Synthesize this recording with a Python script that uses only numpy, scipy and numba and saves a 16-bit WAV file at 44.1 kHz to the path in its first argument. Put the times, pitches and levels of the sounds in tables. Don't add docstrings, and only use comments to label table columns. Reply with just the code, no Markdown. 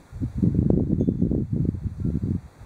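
import sys
import numpy as np
from scipy import signal
from scipy.fft import rfft, irfft
from scipy.io import wavfile
from scipy.ndimage import uniform_filter1d
from numba import njit

SR = 44100
rng = np.random.default_rng(int(sys.argv[2]) if len(sys.argv) > 2 else 0)


def digitize_waveform(pressure):
    field = np.atleast_2d(pressure).T
    bounded = np.clip(field, -1, 1)
    quanta = np.round(bounded * 32767).astype(np.int16)
    wavfile.write(sys.argv[1], SR, quanta)


N = 116865


def undb(db):
    return 10 ** (np.asarray(db) / 20)


def unit(x):
    return x / np.sqrt(np.mean(x ** 2))


def cut(x, hz, kind, order=2):
    return signal.sosfilt(signal.butter(order, hz, kind, fs=SR, output="sos"), x)


def noise():
    return rng.standard_normal(N)


def smooth(x, size):
    return uniform_filter1d(uniform_filter1d(x, size), size)


def walk(steps_per_s):
    k = int(SR / steps_per_s)
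    steps = np.repeat(rng.standard_normal(N // k + 1), k)
    return unit(smooth(steps, k)[:N])


def thumps(rows, width_rad):
    out = np.zeros(N)
    for s, db, hz in rows:
        first = max(int((s - 4 / hz) * SR), 0)
        last = min(int((s + 4 / hz) * SR), N)
        i = np.arange(first, last)
        phase = 2 * np.pi * hz * (i / SR - s)
        out[i] -= undb(db) * np.cos(phase) / np.cosh(phase / width_rad)
    return out


def ring(s, modes, attack_s):
    age = np.maximum(np.arange(N) / SR - s, 0)
    tones = np.zeros(N)
    for hz, db, t60_s in modes:
        tones += undb(db) * np.sin(2 * np.pi * hz * age) * np.exp(-np.log(1000) * age / t60_s)
    return tones * np.minimum(age / attack_s, 1)


# (frequency [Hz], relative density level [dB])
AIR_SPECTRUM = [(30, -12), (100, 12.5), (300, 4), (600, 0), (900, -1), (1400, -5), (2200, -8.5),
                (4200, -12.5), (6500, -17), (10000, -21), (13300, -24.5), (15500, -30)]
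AIR_DB, AIR_WAVER_DB, AIR_FLICKER_DB = -50.5, -0.3, -0.84


def air():
    hz, db = np.array(AIR_SPECTRUM).T
    f = np.maximum(np.arange(N // 2 + 1) * SR / N, 1)
    shape = undb(np.interp(np.log(f), np.log(hz), db))
    hiss = unit(irfft(rfft(noise()) * shape, N))
    low = cut(hiss, 2500, "low", order=1)
    high = hiss - low
    flickering = high + low * undb(AIR_FLICKER_DB * walk(11))
    return flickering * undb(AIR_DB + AIR_WAVER_DB * walk(5.685))


# (time [s], frequency [Hz], level [dB])
FAR_TONES = [(.06, 1410, -63), (2.01, 1365, -55), (2.22, 4552, -66)]
FAR_ATTACK_S, FAR_T60_S = 0.015, 1


def far_bells():
    return sum(ring(s, [(hz, db, FAR_T60_S)], FAR_ATTACK_S) for s, hz, db in FAR_TONES)


# (time [s], level [dB])
STROKES = [(.998, 0), (1.195, -12)]
# (frequency [Hz], level [dB], t60 [s])
BELL_MODES = [(3458, -52, .8), (3576, -58.5, .8), (4470, -72, .5), (6465, -51, .23), (7063, -68, .3),
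              (9560, -67, .2), (9998, -65, .25)]
RING_ATTACK_S = 0.002
CLAPPER_DB, CLAPPER_DECAY_S = -66, 0.01


def small_bell():
    t = np.arange(N) / SR
    band = cut(cut(noise(), 3200, "high"), 7000, "low")
    clapper = undb(CLAPPER_DB) * unit(band)
    out = np.zeros(N)
    for s, db in STROKES:
        tick = clapper * (t >= s) * np.exp(-np.abs(t - s) / CLAPPER_DECAY_S)
        out += undb(db) * (ring(s, BELL_MODES, RING_ATTACK_S) + tick)
    return out


BASS_CUT_HZ = 57
BUMP_S, BUMP_DB, BUMP_HZ, BUMP_WIDTH_RAD = 0.7033, 5.5, 227, 0.9
KNOCK_DB, KNOCK_HZ = -27, 950
CRACK_DB, CRACK_DECAY_S = -40, 0.0007


def bump():
    pulses = [(BUMP_S, BUMP_DB, BUMP_HZ), (BUMP_S, KNOCK_DB, KNOCK_HZ)]
    body = cut(thumps(pulses, BUMP_WIDTH_RAD), BASS_CUT_HZ, "high")
    age = np.arange(N) / SR - BUMP_S
    tick = unit(cut(noise(), 2000, "low", order=1)) * np.exp(-np.abs(age) / CRACK_DECAY_S)
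    return body + undb(CRACK_DB) * tick


# (time [s], level [dB])
GUST_LEVEL = [(0, -52), (0.08, -73), (0.14, -37.5), (0.2, -37.5), (0.23, -21.5), (0.33, -48.5), (0.39, -21),
              (0.41, -38.5), (0.46, -15.5), (0.52, -23.5), (0.56, -17.5), (0.68, -20), (0.8, -13.5),
              (0.86, -23.5), (0.92, -16), (0.96, -20.5), (1.03, -14), (1.06, -24), (1.1, -17.5),
              (1.17, -22.5), (1.24, -18.5), (1.41, -15), (1.49, -35.5), (1.54, -19.5), (1.66, -19),
              (1.715, -32), (1.75, -21), (1.8, -37.5), (1.86, -22.5), (1.95, -38), (2, -26.5), (2.03, -25),
              (2.07, -21), (2.12, -26), (2.2, -33), (2.25, -24), (2.37, -25.5), (2.42, -52), (2.46, -37.5),
              (2.49, -59), (2.56, -75.5), (2.61, -38.5), (2.65, -54)]
FULL_GUST_DB = -20


def gust_level_db():
    return np.interp(np.arange(N) / SR, *np.array(GUST_LEVEL).T)


RUMBLE_HZ, RUMBLE_DB, RUMBLE_DB_PER_GUST_DB = 102, -27, 0.68


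def swirl(gust_db):
    rumble = cut(noise(), RUMBLE_HZ, "low", order=3)
    rumble = unit(cut(rumble, BASS_CUT_HZ, "high", order=3))
    return rumble * undb(RUMBLE_DB + RUMBLE_DB_PER_GUST_DB * (gust_db - FULL_GUST_DB))


PULSE_WIDTH_RAD = 1.508
EDDIES_PER_S, EDDY_HZ, EDDY_SPREAD_OCT = 190, 164.4, 0.35
EDDY_SCATTER_DB, EDDY_DB = 5.5, -0.5
OCTAVES_PER_DB = 0.074


def small_eddies(gust_db):
    count = int(EDDIES_PER_S * N / SR)
    time_chance, pitch_chance, level_chance = rng.standard_normal((count, 3)).T
    times = (np.arange(count) + 0.5 * time_chance) / EDDIES_PER_S
    gust_at_eddy = np.interp(times, np.arange(N) / SR, gust_db)
    octaves = OCTAVES_PER_DB * (gust_at_eddy - FULL_GUST_DB) + EDDY_SPREAD_OCT * pitch_chance
    rows = zip(times, EDDY_SCATTER_DB * level_chance, EDDY_HZ * 2 ** octaves)
    eddies = cut(thumps(rows, PULSE_WIDTH_RAD), BASS_CUT_HZ, "high")
    local_rms = np.sqrt(smooth(eddies ** 2, 1200) + 1e-9)
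    return eddies / local_rms * undb(gust_db + EDDY_DB)


# (time [s], level [dB], sharpness [Hz])
STRONG_EDDIES = [(0.2205, -23.5, 230), (0.2285, -22.5, 175), (0.241, -26.5, 180), (0.3837, -15.5, 140),
                 (0.4295, -6.5, 161.4), (0.4401, -5, 203), (0.4745, -7.5, 157.4), (0.4852, -11, 199),
                 (0.5484, -10, 244), (0.5903, -6, 212), (0.6175, -5.5, 170), (0.6253, -13.5, 140.5),
                 (0.6629, -3.5, 180), (0.6684, -6, 173), (0.7385, -1.5, 160), (0.7661, -11, 226),
                 (0.7768, -11, 241), (0.7986, -7.5, 363), (0.8123, -9.5, 232), (0.8353, -9, 230),
                 (0.873, -11, 220), (0.9037, -6, 198), (0.9318, -2.5, 210), (1.0106, -2, 292),
                 (1.0186, -5.5, 228), (1.0327, -9, 205), (1.0782, -4, 200), (1.0898, 0.5, 241),
                 (1.219, -9, 250), (1.2241, -2, 235), (1.2356, -1.5, 179), (1.2522, -6, 224),
                 (1.316, -12.5, 284), (1.3505, -4, 294), (1.3673, -9, 190), (1.3797, -8.5, 250),
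                 (1.4012, -12.5, 205), (1.5332, -4.5, 136), (1.564, -15, 295), (1.6058, -7.5, 148),
                 (1.6246, -17, 169), (1.6897, -2, 193), (1.8699, -12.5, 151), (2.002, -20.5, 230),
                 (2.0525, -7.5, 149.3), (2.064, -14, 234), (2.0754, -11.5, 182), (2.088, -17, 210),
                 (2.103, -15, 275), (2.1428, -13, 160), (2.1561, -10, 187), (2.1722, -10, 176),
                 (2.2379, -11, 182), (2.258, -17.5, 220), (2.2847, -14.5, 206), (2.3086, -7.5, 179),
                 (2.3184, -15, 177), (2.3511, -12, 189)]


def buffets():
    return cut(thumps(STRONG_EDDIES, PULSE_WIDTH_RAD), BASS_CUT_HZ, "high")


def wind():
    gust_db = gust_level_db()
    return small_eddies(gust_db) + swirl(gust_db) + buffets()


def scene():
    return (wind() + bump() + small_bell() + far_bells() + air())[None]


@njit
def follow(x, attack, release):
    out, e = np.empty(len(x)), 0.
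    for i in range(len(x)):
        e += (abs(x[i]) - e) * (attack if abs(x[i]) > e else release)
        out[i] = e
    return out


# (frequency [Hz], width [Hz])
CAMERA_NOTCHES = [(2990, 1340), (5200, 890), (11640, 2000)]
AGC_ATTACK_S, AGC_RELEASE_S = 0.03, 0.45
AGC_THRESHOLD_DB, AGC_CUT_DB_PER_DB = -22.3, 0.57
TOP_HZ = 15700


def record(dry):
    x = dry[0]
    for hz, width_hz in CAMERA_NOTCHES:
        x = signal.lfilter(*signal.iirnotch(hz, hz / width_hz, fs=SR), x)
    level = follow(x, 1 / (AGC_ATTACK_S * SR), 1 / (AGC_RELEASE_S * SR))
    excess = np.maximum(level / undb(AGC_THRESHOLD_DB), 1)
    x = x * excess ** -AGC_CUT_DB_PER_DB
    return signal.sosfilt(signal.ellip(10, 0.2, 60, TOP_HZ, fs=SR, output="sos"), x)[None]


dry = scene()
out = record(dry)
digitize_waveform(out)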